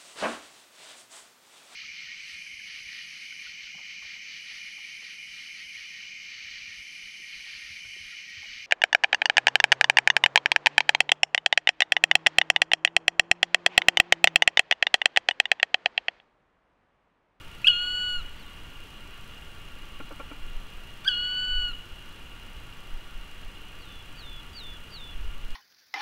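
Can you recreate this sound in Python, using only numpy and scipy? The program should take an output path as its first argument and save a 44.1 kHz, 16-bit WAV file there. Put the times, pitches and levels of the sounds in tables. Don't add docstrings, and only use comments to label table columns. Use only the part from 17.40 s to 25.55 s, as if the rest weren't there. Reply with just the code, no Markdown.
import sys
import numpy as np
from scipy import signal
from scipy.fft import rfft, irfft
from scipy.io import wavfile
from scipy.ndimage import uniform_filter1d

SR = 44100
rng = np.random.default_rng(int(sys.argv[2]) if len(sys.argv) > 2 else 0)


def store_wav(level_fs):
    pcm = np.round(np.clip(np.atleast_2d(level_fs), -1, 1) * 32767)
    wavfile.write(sys.argv[1], SR, pcm.T.astype(np.int16))


def gain_from_decibels(decibels):
    exponent = np.asarray(decibels, float) / 20
    return 10 ** exponent


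N = 359415

# time_s, pitch_hz, level_db
NOTE_SHAPE = [(-.055, 4790, -34), (-.03, 4725, -14), (0, 4565, 0), (.012, 4375, -1), (.033, 3865, -2),
              (.05, 3670, -6), (.08, 3530, -1), (.14, 3450, -3), (.24, 3365, -6)]
# start_s, pitch_hz, sag_db
PIP_ONSETS = [
    (.2436, 1288, -8),
    (3.645, 1170, -.1),
]


def evened(x):
    return x / np.sqrt(np.mean(x ** 2) + 1e-20)


def read(points, hz):
    point_hz, value = np.transpose(points)
    return np.interp(np.log(hz + 1), np.log(point_hz + 1), value)


def add(mix, start_s, sound):
    part = mix[round(start_s * SR):][:len(sound)]
    part += sound[:len(part)]


def played(rows, smooth_s):
    row_s, *columns = np.transpose(rows)
    t = np.arange(row_s[0], row_s[-1], 1 / SR)
    size = int(smooth_s * SR) + 1
    return [uniform_filter1d(np.interp(t, row_s, c), size, mode="nearest") for c in columns]


def slow_noise(count):
    return evened(uniform_filter1d(uniform_filter1d(rng.standard_normal(count), 500), 500))


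def ring(x, hz, width_hz):
    turn = np.exp(2j * np.pi * hz * np.arange(len(x)) / SR)
    r = np.exp(-np.pi * width_hz / SR)
    return 2 * (turn * signal.lfilter([1 - r], [1, -r], x / turn)).real


def hiss():
    # pitch_hz, level_db_per_hz
    floor = [(18, -29), (30, 5), (53, -14.5), (145, -22), (499, -31), (632, -33), (937, -37), (1010, -39),
             (1130, -31.5), (1280, -32), (1390, -30.5), (2230, -32.5), (2820, -32.5), (3670, -41.5),
             (16000, -53)]
    # pitch_hz, width_hz, lift_db
    body = [(940, 200, 7.5), (1155, 51, 6), (1408.6, 24.4, 11), (2840, 188, 11.5), (2460, 50, 4.5),
            (3290, 450, 7.5), (3970, 240, 4), (4074, 68, 6)]
    frames, hz = N // 512 + 5, np.fft.rfftfreq(2048, 1 / SR)
    real, imag, patches = rng.standard_normal((frames, 1025, 3)).T
    patches = evened(uniform_filter1d(uniform_filter1d(patches, 20, 0), 8, 1))
    colour_db = read(floor, hz)
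    colour_db = colour_db + sum(db / (1 + (2 * (hz - f) / w) ** 2) for f, w, db in body)
    z = (real + 1j * imag) * gain_from_decibels(colour_db[:, None] + 0.35 * patches) * (hz > 45)[:, None]
    return gain_from_decibels(-47.5) * evened(signal.istft(z, nperseg=2048, noverlap=1536)[1][:N])


def lumps(colour, span):
    hz = np.fft.rfftfreq(N, 1 / SR)
    spectrum = rfft(rng.standard_normal(N)) * gain_from_decibels(read(colour, hz)) * (hz > 1)
    x = evened(irfft(spectrum, N))
    return x / np.sqrt(uniform_filter1d(x ** 2, int(span)) + 0.066)


def wind():
    # centre_s, half_width_s, heave_db, buffet_db
    gusts = [(.43, 0.033, -40, -60), (.82, 0.1, -32, -45), (2.55, 0.29, -41, -54), (3.13, 0.1, -28, -51),
             (3.36, 0.023, -34, -58), (4.17, 0.094, -29.5, -35), (4.34, 0.076, -35.5, -50),
             (5.2, 0.056, -46, -41.5), (5.53, 0.044, -26, -50), (5.76, 0.077, -34.5, -44),
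             (6.04, 0.06, -29.5, -52), (6.92, 0.15, -49, -44.5), (7.31, 0.035, -40, -45),
             (7.84, 0.078, -25, -31), (8.07, 0.14, -28, -59)]
    # heave_db, buffet_db
    calm_db = [-44.5, -50.5]
    # pitch_hz, level_db_per_hz
    heave_colour = [(2, -1.5), (5, -1.5), (12, -1), (25, -6.5), (40, -46), (80, -82.5)]
    # pitch_hz, level_db_per_hz
    buffet_colour = [(12, -30), (26, 6), (45, -4.5), (70, -11.5), (120, -54), (200, -67)]
    t = np.arange(0, N + 64, 64) / SR
    power = gain_from_decibels(np.array(calm_db))[:, None] ** 2
    for centre_s, half_width_s, *db in gusts:
        swell = np.exp(-2 * ((t - centre_s) / half_width_s) ** 2)
        power = power + np.outer(gain_from_decibels(np.array(db)) ** 2, swell)
    heave, buffet = (np.interp(np.arange(N) / SR, t, np.sqrt(p)) for p in power)
    return lumps(heave_colour, 11000) * heave + lumps(buffet_colour, 3900) * buffet


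def ticks():
    edges = [
        (0, 1),
        (24.6, -1),
        (30.3, 1),
        (54.9, -1),
    ]
    start_s, rate_hz, level_db = .013919, 29.4954, -43
    train, n = np.zeros(N), np.arange(-8, 72)
    at = np.round(np.arange(start_s, N / SR - .01, 1 / rate_hz) * SR).astype(int)
    train[at - 8] = gain_from_decibels(level_db + 1.5 * rng.standard_normal(len(at)))
    spikes = sum(sign * np.exp(-((n - step) / 0.91) ** 2) for step, sign in edges)
    return signal.lfilter([1, -1], [1, -.7], signal.oaconvolve(train, spikes)[:N])


def whine():
    return gain_from_decibels(-81) * np.sqrt(2) * np.sin(2 * np.pi * 15721 * np.arange(N) / SR)


def small_bird(level_db, swell_db_per_s, length_s):
    hz, db = played(NOTE_SHAPE, smooth_s=.014)
    t = NOTE_SHAPE[0][0] + np.arange(len(hz)) / SR
    fade = np.clip((length_s - t) / 0.0093, 0, 1)
    level = np.sqrt(2) * gain_from_decibels(db + level_db + swell_db_per_s * t)
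    return level * np.sin(2 * np.pi * np.cumsum(hz) / SR) * fade


def pip(start_s, hz, sag_db, until_s, levels_db):
    rise_s = .002
    t = np.arange(0, until_s - start_s, 1 / SR)
    db = -30 * np.clip(1 - t / rise_s, 0, 1) + sag_db * (t / t[-1]) ** 2
    return np.array([hz + 0 * t] + [level + db for level in levels_db])


def yelp(rows, upper_db):
    hz, effort, beak = played(rows, smooth_s=.0005)
    third = effort - 8.5 + .3 * beak
    upper = upper_db + .06 * (hz - 1500)
    return np.array([hz, effort, effort + beak, third, upper])


def mew(start_s, entry, top_s, end_s, top_hz, sag_hz, levels_db):
    slack_db_per_hz = [-0.018, 0.089, -0.021, -0.08]
    tire_db_per_s = [4, 4.5, -8.5, 8]
    end_db = [-20, -48, -18, -22]
    arch_s, arch_power, settle_s = .25, 2.3, .018
    drop_hz, drop_s, fade_s = 240, .017, .024
    t = np.arange(start_s, end_s, 1 / SR)
    sag = sag_hz * abs((t - top_s) / arch_s) ** arch_power
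    hz = top_hz - sag - drop_hz * np.exp((t - end_s) / drop_s)
    fade = np.exp((t - end_s) / fade_s)
    laws = zip(levels_db, slack_db_per_hz, tire_db_per_s, end_db)
    partials = [db + slack * sag + tire * (t - top_s) + drop * fade for db, slack, tire, drop in laws]
    held = np.array([hz] + partials)
    return held + (entry - held[:, 0])[:, None] * np.exp(-((t - start_s) / settle_s) ** 2)


def voice(k):
    # time_s, pitch_hz, effort_db, beak_db
    yelps = [
        [(.2515, 1320, -48, 22), (.2675, 1490, -43, 15), (.2712, 1470, -41, 26), (.2736, 1635, -34, 22),
         (.277, 1655, -34, 21), (.2805, 1605, -35, 21), (.2825, 1465, -39, 22), (.287, 1428, -38, 23),
         (.297, 1468, -38.5, 20)],
        [(3.6515, 1350, -45, -3), (3.654, 1445, -37, -7), (3.668, 1580, -30, -20), (3.671, 1585, -30, -7),
         (3.675, 1530, -30, -3), (3.6788, 1655, -28, 12), (3.6855, 1640, -28, 11), (3.688, 1510, -32, 8),
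         (3.7, 1495, -35, 3)],
    ]
    # top_s, end_s, top_hz, sag_hz
    mews = [
        (.595, .819, 1469, 47),
        (4.04, 4.336, 1486, 33),
    ]
    # first_db, second_db, third_db, upper_db
    pip_db = [(-52, -16, -48, -54), (-52, -43.5, -41.5, -56)]
    # first_db, second_db, third_db, upper_db
    mew_db = [(-38, -31.5, -40.5, -57.5), (-40, -31.5, -41.5, -64.5)]
    upper_yelp_db = [-57, -66]
    # time_s, change_db, half_width_s
    second_partial_swings = [
        (.2514, -16, .0007),
        (.2705, 8, .001),
        (.2724, -16, .0005),
        (.282, -4, .0007),
        (.2845, 10, .0016),
        (.295, -4, .002),
        (.304, 4, .005),
        (3.6768, -6, .001),
        (3.6875, -8, .0008),
        (3.69, 7, .0013),
    ]
    flutter_db = [1, 3.5]
    rows = yelps[k]
    yelp_s, mew_s = rows[0][0], rows[-1][0]
    opening = yelp(rows, upper_yelp_db[k])
    lead = pip(*PIP_ONSETS[k], yelp_s, pip_db[k])
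    whistle = mew(mew_s, opening[:, -1], *mews[k], mew_db[k])
    track = np.hstack([lead, opening, whistle])
    t = PIP_ONSETS[k][0] + np.arange(track.shape[1]) / SR
    swings = sum(db * np.exp(-((t - s) / width) ** 2) for s, db, width in second_partial_swings)
    track = uniform_filter1d(track, 23, mode="nearest") + np.outer([0, 0, 1, 0, 0], swings)
    track = track + np.outer([0, .2, 0, .3, 1], flutter_db[k] * slow_noise(len(t)))
    push = np.clip((mew_s - t) / .03 + .9, 0, 1)
    return track, swings, push


def woodpecker(k):
    # multiple, level_db
    upper = [
        [(4, -17), (5, 0), (6, -20), (7, -8)],
        [(4, -15), (5, 0), (6, -20), (7, -13)],
    ]
    # pitch_hz, level_db
    beak = [
        [(4600, -3), (5800, 2), (6600, -2), (8200, -1), (9200, -4), (10000, 1), (11500, -14)],
        [(4700, 9), (6100, 3), (6700, -8), (8200, -5), (9200, -8), (10000, 4), (11500, -14)],
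    ]
    # whistle_db, yelp_db
    scatter = [
        (-13, -17.5),
        (-13.5, -12.5),
    ]
    track, swings, push = voice(k)
    hz, *low_db, upper_db = track
    hz = hz * (1 + .004 * uniform_filter1d(rng.standard_normal(len(hz)), 300))
    phase = 2 * np.pi * np.cumsum(hz) / SR
    levels = list(enumerate(low_db, 1))
    for multiple, db in upper[k]:
        levels.append((multiple, upper_db + db + push * (read(beak[k], multiple * hz) - db)))
    call = np.sqrt(2) * sum(gain_from_decibels(db) * np.sin(multiple * phase) for multiple, db in levels)
    call *= signal.windows.tukey(len(hz), .002)
    whistle_db, yelp_db = scatter[k]
    sent_db = whistle_db + push * (yelp_db - whistle_db) - np.maximum(swings, 0)
    return call, call * gain_from_decibels(sent_db)


def trunks(x):
    # pitch_hz, t60_s
    decay = [(1000, 2.2), (3000, 1.4), (5000, 1.1), (10000, 0.37)]
    # pitch_hz, level_db
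    thrown_back = [(1500, -5), (2500, -4), (2900, -1), (3350, 0), (4400, -9), (5000, -9), (5800, 5),
                   (9000, 2)]
    taps = np.zeros(SR)
    at = np.arange(500, SR - 20, 20)
    sizes = rng.standard_normal(len(at)) * (1 + gain_from_decibels(7) * np.exp(-at / SR / .08))
    taps[at + rng.integers(0, 20, len(at))] = sizes
    hz, t, z = signal.stft(taps, SR, nperseg=256)
    tail_db = read(thrown_back, hz)[:, None] - 60 * t / read(decay, hz)[:, None]
    tail = signal.istft(z * gain_from_decibels(tail_db), SR, nperseg=256)[1]
    x = x * (.9 + .45 * slow_noise(N))
    return signal.fftconvolve(x, tail / np.linalg.norm(tail))[:N]


def snap(hz):
    t = np.arange(600) / SR
    return evened(ring(rng.standard_normal(len(t)), hz, 2500)) * gain_from_decibels(-60 * t / 0.034)


def buzz(length_s, low_db, tilt_db_per_octave):
    # pitch_hz, width_hz, level_db
    shell = [(295, 40, -14), (513, 61, -3), (880, 22, -5.5), (1110, 70, 0.5), (1377, 41, 3.5),
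             (2380, 73, 0.5), (2950, 200, -17)]
    t = np.arange(2500) / SR
    push = np.clip(t / .004, 0, 1) * np.clip((length_s - t) / .012, 0, 1)
    jolts = rng.standard_normal(len(t)) * (1 + (t * 270 % 1 < .3)) * push
    jolts = signal.sosfilt(signal.butter(4, 2800, fs=SR, output="sos"), jolts)
    sound = np.zeros(len(t))
    for k, (hz, width_hz, db) in enumerate(shell):
        mode_db = db + tilt_db_per_octave * np.log2(hz / 800) + low_db * (k == 0)
        sound += gain_from_decibels(mode_db) * evened(ring(ring(jolts, hz, 6 * width_hz), hz, width_hz))
    return sound / abs(sound).max()


def scene():
    # knee_s, level_db, swell_db_per_s, length_after_knee_s
    bird_notes = [
        (.215, -62, -30, .055),
        (.607, -60, 25, .15),
        (1.0, -60.5, 10, .1),
        (6.413, -60, 60, .215),
        (6.792, -50, 30, .222),
        (7.174, -42, -20, .2),
        (7.545, -44, -15, .2),
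    ]
    # start_s, level_db, pitch_hz
    cracks = [
        (.2685, -50, 7000),
        (.2825, -47, 7000),
        (.288, -53, 6000),
        (3.6465, -46, 4000),
        (3.673, -54, 6200),
        (3.687, -54, 6200),
        (3.697, -57, 7500),
    ]
    # start_s, level_db, pitch_hz
    snaps = [
        (4.457, -56, 5090),
        (7.24, -58.5, 5300),
        (8.105, -49, 4160),
    ]
    # start_s, peak_db, length_s, lowest_mode_db, tilt_db_per_octave
    buzzes = [
        (2.597, -30, 0.017, 12.5, -3.5),
        (2.705, -33.5, 0.022, 4, -8),
        (2.793, -29.5, 0.018, 4, -4),
        (2.908, -33, 0.0188, 13, -3.5),
    ]
    birds, scattered = np.zeros(N), np.zeros(N)
    near = hiss() + wind() + ticks() + whine()
    for knee_s, *shape in bird_notes:
        add(birds, knee_s + NOTE_SHAPE[0][0], small_bird(*shape))
    scattered += gain_from_decibels(-17) * birds
    for k, (start_s, *_) in enumerate(PIP_ONSETS):
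        call, sent = woodpecker(k)
        add(birds, start_s, call)
        add(scattered, start_s, sent)
    for start_s, db, hz in cracks + snaps:
        add(near, start_s, gain_from_decibels(db) * snap(hz))
    for start_s, db, *shape in buzzes:
        add(near, start_s, gain_from_decibels(db) * buzz(*shape))
    return (birds + trunks(scattered) + near)[None]


def roll_off(x):
    return signal.sosfilt(signal.butter(12, 16130, fs=SR, output="sos"), x)


def record(dry):
    edge = signal.firwin(1023, 15760, window=("kaiser", 9), fs=SR)
    return roll_off(signal.oaconvolve(dry, edge[None], "same"))


dry = scene()
out = record(dry)
store_wav(out)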